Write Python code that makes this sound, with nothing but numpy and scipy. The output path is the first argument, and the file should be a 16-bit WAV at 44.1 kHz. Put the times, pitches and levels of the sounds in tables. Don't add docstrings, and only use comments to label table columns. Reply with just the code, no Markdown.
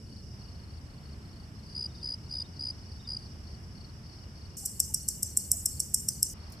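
import sys
import numpy as np
from scipy import signal
from scipy.fft import rfft, irfft, next_fast_len
from scipy.io import wavfile
from scipy.ndimage import uniform_filter1d, map_coordinates

SR = 44100
rng = np.random.default_rng(int(sys.argv[2]) if len(sys.argv) > 2 else 0)


def log_audio(samples):
    frames = np.atleast_2d(samples).T
    limited = np.clip(frames, -1, 1)
    pcm = np.round(limited * 32767).astype(np.int16)
    wavfile.write(sys.argv[1], SR, pcm)


def volts(x):
    e = np.asarray(x, float) / 20
    return 10 ** e


N = 291060

# start_s, level_db
EARLIER_BEAT = (4.516, -5.5)
# start_s, level_db, rebound_after_ms, rebound_level_db, low_modes_db
DROPS = [(4.658, -16.5, 1.7, -16, -2), (4.801, -8.5, 1.7, -14.5, 1), (4.943, -17, 1.4, -13, 4),
         (5.0861, -11.5, 1.8, -15, 0.8), (5.2297, -14.5, 1.2, -15.5, 2.5), (5.3722, -8.5, 2.1, -12.5, -4.5),
         (5.516, -5, .9, -15, -8.5), (5.6573, -14.5, 2.2, -11, -2.5), (5.8019, -11.5, 1.4, -22.5, 2.5),
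         (5.9432, -11.5, 1.7, -10, -1.3), (6.0865, -14.5, 1.01, -13.5, 3.5), (6.2288, -7.5, 1.7, -13, 2.5)]
LOW_MODES_HZ = 6600


def watch():
    # start_s, end_s
    watch_heard = (4.568, 6.337)
    low_in_room = 0.8
    direct, blows, spread = np.zeros(N), np.zeros(N), np.zeros((2, N))
    for s, level_db, low_db in contacts():
        add(direct, s - 0.0002, contact(level_db + 2.0, low_db))
        blows[round(s * SR)] = volts(0.91 * level_db)

    step = SR // 7
    first = round(EARLIER_BEAT[0] * SR) - step // 4
    for k, low_db in enumerate([0, *np.transpose(DROPS)[-1]]):
        start = first + k * step
        beat = slice(start, start + step)
        add(spread, start / SR + 0.0035, volts(3.5) * room(blows[beat], low_in_room * low_db))
        add(spread, start / SR, click_width(direct[beat]))
        add(spread, start / SR + 0.0006, volts(-13.5) * bench(direct[beat]))

    t = np.arange(N) / SR
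    to_edge_s = np.minimum(t - watch_heard[0], watch_heard[1] - t)
    gate = np.clip(to_edge_s / 0.0015, 0, 1)
    return gate * (direct + spread)


def contacts():
    # from_even_beat_ms, level_db
    lead_ins = [(-5, -28.5), (-3.1, -27), (-2.6, -32.5)]
    # after_drop_ms, relative_to_rebound_db
    bounces = [(3.4, -5), (5.2, -18.5)]
    beat_s, first_beat_s = 1 / 7, 4.6578
    loose_ms, loose_db = 0.5, 2
    firm, small = [(*EARLIER_BEAT, 0)], []
    for k, (s, level_db, after_ms, rebound_db, low_db) in enumerate(DROPS):
        firm.append((s, level_db, low_db))
        firm.append((s + after_ms / 1000, rebound_db, low_db))
        even_s = first_beat_s + k * beat_s
        small += [(even_s + ms / 1000, lead_db, 0) for ms, lead_db in lead_ins]
        small += [(s + ms / 1000, rebound_db + rel_db, low_db) for ms, rel_db in bounces]
    scatter = rng.standard_normal((len(small), 3)) * [loose_ms / 1000, loose_db, loose_db]
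    return [*firm, *(np.array(small) + scatter)]


def contact(peak_db, low_db):
    # frequency_hz, width_hz, mode_level_db
    case_modes = [(5453, 100, -15), (5475, 240, -6), (5870, 180, -9.5), (6350, 230, -19), (7200, 270, -17),
                  (7580, 290, -2.5), (7980, 450, 1.5), (8640, 300, -3.5), (9180, 450, -16),
                  (9990, 110, -9.5), (10000, 200, -20.5), (10810, 230, -11.5), (11670, 520, -7.5),
                  (12100, 270, -8.5), (14520, 180, -9.5), (15400, 250, -44)]
    t = np.arange(1024) / SR
    hz, width, mode_db = np.transpose(case_modes)[..., None]
    luck = rng.standard_normal((2, len(case_modes), 1))
    strength = width * volts(mode_db + low_db * (hz < LOW_MODES_HZ) + 2.3 * luck[0])
    decay = np.exp(-np.pi * width * t)
    modes = strength * decay * np.sin(2 * np.pi * hz * t + 1.84 * luck[1])
    swell = 1 - np.exp(-(t / 0.00053) ** 2)
    ring = modes.sum(axis=0) * swell
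    ring = filtered(ring, lambda f: 1 / (1 + (4500 / (f + 1)) ** 10) / (1 + (f / 15600) ** 40))
    return volts(peak_db) * ring / np.abs(signal.hilbert(ring)).max()


def bench(direct):
    t = np.arange(SR // 16) / SR
    noise = rng.standard_normal(len(t)) + 0.41 * rng.standard_normal((2, len(t)))
    tail = noise * volts(-60 * t / 0.031)
    return signal.fftconvolve(direct[None], tail / np.linalg.norm(tail[0]), axes=1)


def click_width(direct):
    # frequency_hz, level_db
    unlike_part = [(5500, -11), (6900, -19), (9000, -19), (10500, -13), (12500, -11), (15000, -9.5)]
    t = np.arange(SR // 16) / SR
    tail = rng.standard_normal(len(t)) * volts(-60 * t / 0.003)
    unlike = signal.fftconvolve(direct, tail / np.linalg.norm(tail))
    return filtered(unlike, lambda hz: volts(along(unlike_part, hz))) * [[1], [-1]]


def room(blows, low_db):
    # frequency_hz, density_db_per_hz
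    spread_colour = [(4300, -50), (4900, -10), (5600, 1), (6100, -4), (6700, -9), (7600, 1), (8600, -4),
                     (9600, -10.5), (11500, -12.5), (13000, -15), (13700, -16.5), (14400, -15),
                     (14800, -29), (15100, -62.5)]
    # frequency_hz, t60_s
    decay_times = [(5000, 0.37), (8000, 0.64), (14000, 0.87)]
    hz, t, bands = signal.stft(rng.standard_normal((3, SR // 2)), SR, nperseg=256)
    patches = uniform_filter1d(rng.standard_normal(bands.shape[1:]), size=6, axis=0)
    patches = uniform_filter1d(patches, size=3, axis=1)
    colour_db = along(spread_colour, hz) + low_db * (hz < LOW_MODES_HZ)
    decay_db = -60 * t / along(decay_times, hz)[:, None]
    level_db = colour_db[:, None] + 2.4 * unit(patches) + decay_db
    tail = signal.istft(bands * volts(level_db), SR, nperseg=256)[1]
    tail = tail[:2] + 0.79 * tail[2]
    return signal.fftconvolve(blows[None], tail / np.linalg.norm(tail[0]), axes=1)


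def near_cricket():
    # start_s, strokes, level_db
    close_chirps = [(1.7536, 8, -30), (2.0334, 8, -30), (2.3136, 8, -30), (2.5975, 8, -30),
                    (3.0783, 5, -31), (3.1503, 1, -29.5), (3.1711, 1, -26)]
    gap_ms, gap_grows_ms = 13.5, 0.68
    stroke_ms, stroke_grows_ms = 6.24, 0.3
    settled_hz, cold_hz, cold_db = 4935, 70, 3.5
    warming = 0.23
    out, k = np.zeros(N), np.arange(8)
    at_ms = gap_ms * k + gap_grows_ms * k * (k - 1) / 2
    pattern = np.transpose([at_ms, -cold_db * warming ** k, settled_hz - cold_hz * warming ** k])
    for s, db, hz, place in chirps(close_chirps, pattern, loose_ms=0.25, loose_db=0.26, loose_hz=15):
        ms = stroke_ms + stroke_grows_ms * place
        tone = volts(db) * stroke(ms, hz, fall_hz=340, blunt=0.51, overtone_db=-29.0)
        add(out, s - len(tone) / SR / 2, tone)
    return out + volts(-22) * outdoors(out, t60=0.1)


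def chirping_crickets():
    # start_s, strokes, level_db
    neighbour_chirps = [(1.666, 5, -50.5), (1.947, 6, -52.5), (2.3, 1, -49), (2.536, 2.5, -53),
                        (2.921, 1, -50.5), (3.189, 4, -49.5)]
    left_chirps = [(.073, 4, -53.5), (.395, 4, -54.5), (.683, 4, -54.5), (1.037, 4, -54.5),
                   (1.345, 4, -53.5), (1.672, 4, -52), (1.927, 4, -53.5), (2.244, 4, -52.5),
                   (2.546, 4, -53.5), (2.867, 4, -53), (3.168, 4, -51.5), (3.452, 4, -54), (3.755, 4, -52),
                   (4.041, 4, -53.5), (4.36, 4, -53), (4.74, 4, -55), (5.053, 4, -54), (5.354, 4, -52.5),
                   (5.717, 4, -51.5), (6.099, 4, -55.5), (6.381, 4, -55.5)]
    slower_chirps = [(.169, 2, -57), (.484, 5, -57.5), (.87, 4, -58.5), (1.222, 4, -57.5), (1.564, 3, -58),
                     (2.43, 2, -58), (2.721, 4, -57), (3.407, 4, -66), (3.863, 2, -55.5), (4.119, 4, -56.5),
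                     (4.526, 5, -58), (4.971, 3, -57), (5.284, 3, -56), (5.66, 2, -60), (6.23, 2, -54.5),
                     (6.502, 3, -56.5)]
    deep_chirps = [(1.907, 3, -61), (2.356, 3, -57), (3.004, 2, -55)]
    # after_start_ms, relative_db, nominal_pitch_hz
    left_pattern = [(0, -6.5, 4420), (25.1, -1.5, 4490), (58.4, 0.3, 4515), (94.7, -.5, 4505)]
    slower_pattern = [(0, -6.5, 4340), (33, -1.5, 4390), (73, -0.5, 4430), (115, -0.7, 4450),
                      (157, -.1, 4440)]
    deep_pattern = [(0, 1.5, 3700), (50, 3.5, 3705), (99, 4, 3725)]
    even_pattern = [(17 * k, 0, 4830) for k in range(6)]
    neighbour = chirps(neighbour_chirps, even_pattern, loose_ms=2.5, loose_db=1.5, loose_hz=45)
    quick = chirps(left_chirps, left_pattern, loose_ms=1.2, loose_db=1.0, loose_hz=25)
    slower = chirps(slower_chirps, slower_pattern, loose_ms=1.2, loose_db=1.0, loose_hz=30)
    left = np.vstack([quick, slower])
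    deep = chirps(deep_chirps, deep_pattern, loose_ms=0.69, loose_db=1.0, loose_hz=9)
    return (singer(neighbour, ms=8.6, fall_hz=300, pan_db=0, lag_s=0, echo_db=-4.0)
            + singer(left, ms=10.5, fall_hz=620, pan_db=11.5, lag_s=-0.0009, echo_db=-6)
            + singer(deep, ms=10.4, fall_hz=220, pan_db=-1, lag_s=0, echo_db=-4))


def singer(rows, ms, fall_hz, pan_db, lag_s, echo_db):
    out = np.zeros(N)
    for s, db, hz, _ in rows:
        tone = volts(db - 1.5) * stroke(ms, hz, fall_hz, blunt=0.55, overtone_db=-24.5, wing_hz=600)
        add(out, s - len(tone) / SR / 2, tone)
    right = np.roll(out, round(lag_s * SR))
    sides = np.array([volts(pan_db / 2) * out, volts(-pan_db / 2) * right])
    return sides + volts(echo_db) * outdoors(out, t60=0.15)


def chirps(rows, pattern, loose_ms, loose_db, loose_hz):
    plain = []
    for s, strokes, db in rows:
        for k, (ms, rel_db, hz) in enumerate(pattern[:round(strokes)]):
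            plain.append((s + ms / 1000, db + rel_db, hz, k))
    plain = np.array(plain)
    return plain + rng.standard_normal(plain.shape) * [loose_ms / 1000, loose_db, loose_hz, 0]


def stroke(ms, hz, fall_hz, blunt, overtone_db, wing_hz=250):
    u = np.linspace(0, 1, round(1.5 * ms * SR / 1000))
    sag = fall_hz * u ** 5
    phase = 2 * np.pi * np.cumsum(hz + 0.051 * fall_hz - sag) / SR + rng.uniform(0, 2 * np.pi)
    shape = np.abs(np.sin(np.pi * u))
    teeth_db = rng.normal(0, 0.7, size=6)
    uneven = volts(np.interp(u, np.linspace(0, 1, num=6), teeth_db))
    tone = shape ** blunt * np.sin(phase) / (1 + (sag / wing_hz) ** 2)
    overtone = volts(overtone_db + 8.6 * u) * shape ** 0.5 * np.sin(2 * phase)
    return uneven * (tone + overtone)


def outdoors(x, t60):
    t = np.arange(SR // 5) / SR
    echo = rng.standard_normal((2, len(t))) * volts(-60 * t / t60)
    return signal.fftconvolve(x[None], echo / np.linalg.norm(echo[0]), axes=1)[:, :N]


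def low_trill():
    # pitch_hz, strokes_per_s, time_of_a_stroke_peak_s, level_db (before the gains of the sides)
    trill_settings = (2899, 33, 3, -72.5)
    hz, rate, peak_s, db = trill_settings
    t = np.arange(N) / SR
    beat = (0.5 + 0.5 * np.cos(2 * np.pi * rate * (t - peak_s))) ** 1.1
    phase = 2 * np.pi * np.cumsum(hz + 35 * wobble(90)) / SR
    tone = unit(beat * np.sin(phase)) * volts(db + 2.3 * wobble(25))
    return np.array([volts(-4.5) * np.roll(tone, -17), volts(-3.0) * tone])


def thin_tones():
    # pitch_hz, rms_level_db (about which it wavers)
    whines = [(215, -63), (9599, -89.5), (9627, -88)]
    t = np.arange(N) / SR
    return sum(np.sqrt(2) * volts(db + 3.2 * wobble(6)) * np.sin(2 * np.pi * hz * t) for hz, db in whines)


def distant_chorus():
    # frequency_hz, density_db_per_hz
    chorus_colour = [(3900, -90), (4150, -38.5), (4500, -8), (4900, -4), (5150, 1), (5600, -2.5),
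                     (6000, -11), (6400, -15.5), (6700, -88)]
    # time_s, level_db
    crowd_levels = [(0, -59.5), (.8, -61.5), (1.6, -61.5), (1.7, -57), (2.3, -57.5), (2.8, -58),
                    (3.25, -59), (3.4, -60), (4.5, -60), (6.6, -59.5)]
    t = np.arange(N) / SR
    flutter_db = 2.25 * np.array([wobble(70), wobble(70)]) + 1.2 * wobble(2.89)
    band = unit(volts(flutter_db) * rush(chorus_colour, [(5000, 0.13)]))
    return volts(np.interp(t, *np.transpose(crowd_levels))) * band


def blips():
    # time_s, level_db, nominal_pitch_hz, left_minus_right_db
    low_notes = [(4.641, -59, 784, 14), (4.905, -60.5, 884, 13), (5.248, -62, 589, -3),
                 (5.543, -57.5, 680, -15)]
    out = np.zeros((2, N))
    for s, db, hz, pan_db in low_notes:
        tone = stroke(22, hz, fall_hz=200, blunt=1.2, overtone_db=-40.5)
        add(out, s - len(tone) / SR / 2, tone * volts([[db + pan_db / 2], [db - pan_db / 2]]))
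    return out


def handling():
    # start_s, starting_level_db (before the colour and the sum of noises), t60_s
    bright_clicks = [(6.501, -54, .03), (6.521, -48, 0.095)]
    colour = [(2500, -27), (5000, -5.0), (9000, -3.0), (15000, -4), (16000, -40)]  # (Hz, dB)
    out, t = np.zeros((2, N)), np.arange(SR // 10) / SR
    for s, db, t60 in bright_clicks:
        noise = rng.standard_normal(len(t)) + 1.42 * rng.standard_normal((2, len(t)))
        add(out, s, volts(db - 60 * t / t60) * noise)
    return filtered(out, lambda hz: volts(along(colour, hz)))


def background():
    # frequency_hz, left_minus_right_db
    side_balance = [(60, 1), (130, -.5), (290, -2.5), (640, -2), (1400, -0.5), (7000, -2.5)]
    both = night() + room_air()
    return filtered(both, lambda hz: volts(along(side_balance, hz) * np.array([[0.5], [-0.5]])))


def night():
    # frequency_hz, density_db_per_hz
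    night_colour = [(12, -54.5), (20, -17), (32, -15), (45, -9), (75, -0.5), (170, -11), (216, -13),
                    (245, -17), (390, -23.5), (520, -29), (1000, -36), (2000, -39), (4000, -46),
                    (6700, -49.5), (8000, -42.5), (8600, -47.5), (13600, -53.5), (13800, -100.5),
                    (16000, -110)]
    # frequency_hz, correlation
    night_likeness = [(60, 0.95), (150, 0.98), (380, 0.87), (950, 0.16), (2380, 0.052), (5980, 0.57),
                      (15000, 0.0072)]
    return volts(-45 + 0.47 * wobble(2.6)) * rush(night_colour, night_likeness)


def room_air():
    # frequency_hz, density_db_per_hz
    air_colour = [(200, -59), (300, -39), (600, 1.5), (1100, 2), (2000, -3), (4000, -10.5), (8000, -42),
                  (13600, -23), (13800, -81)]
    # start_s, end_s, level_db
    air_times = [(.33, 4.56, -63), (6.337, 6.62, -59.5)]
    t = np.arange(N) / SR
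    level = np.zeros(N)
    for start, end, db in air_times:
        level += volts(db) * np.clip(np.minimum(t - start, end - t) / 0.006, 0, 1)
    return level * rush(air_colour, [(500, 1.0), (1500, -0.38), (8000, 0.57)])


def rush(spectrum, alike):
    def turn(hz):
        return np.arccos(np.clip(along(alike, hz), -1, 1)) / 2

    def response(hz):
        return volts(along(spectrum, hz)) * [np.cos(turn(hz)), np.sin(turn(hz))]

    mid, side = filtered(rng.standard_normal((2, N)), response)
    return unit(np.array([mid + side, mid - side]))


def filtered(x, response):
    n = x.shape[-1]
    m = next_fast_len(n + 4096)
    return irfft(rfft(x, m) * response(np.fft.rfftfreq(m, 1 / SR)), m)[..., :n]


def wobble(rate):
    knots = rng.standard_normal(int(N * rate / SR) + 4)
    return map_coordinates(knots, [np.arange(N) * rate / SR])


def along(points, hz):
    f, v = np.transpose(points)
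    return np.interp(np.log(hz + 1), np.log(f + 1), v)


def unit(x):
    return x / np.sqrt(np.mean(x ** 2) + 1e-20)


def add(track, s, sound):
    part = track[..., round(s * SR):][..., :sound.shape[-1]]
    part += sound[..., :part.shape[-1]]


def scene():
    crickets = near_cricket() + chirping_crickets() + low_trill() + thin_tones() + distant_chorus()
    return watch() + crickets + blips() + handling() + background()


def band_limit(x):
    return signal.sosfilt(signal.butter(12, 16430, fs=SR, output="sos"), x)


def record(dry):
    return band_limit(dry)


dry = scene()
out = record(dry)
log_audio(out)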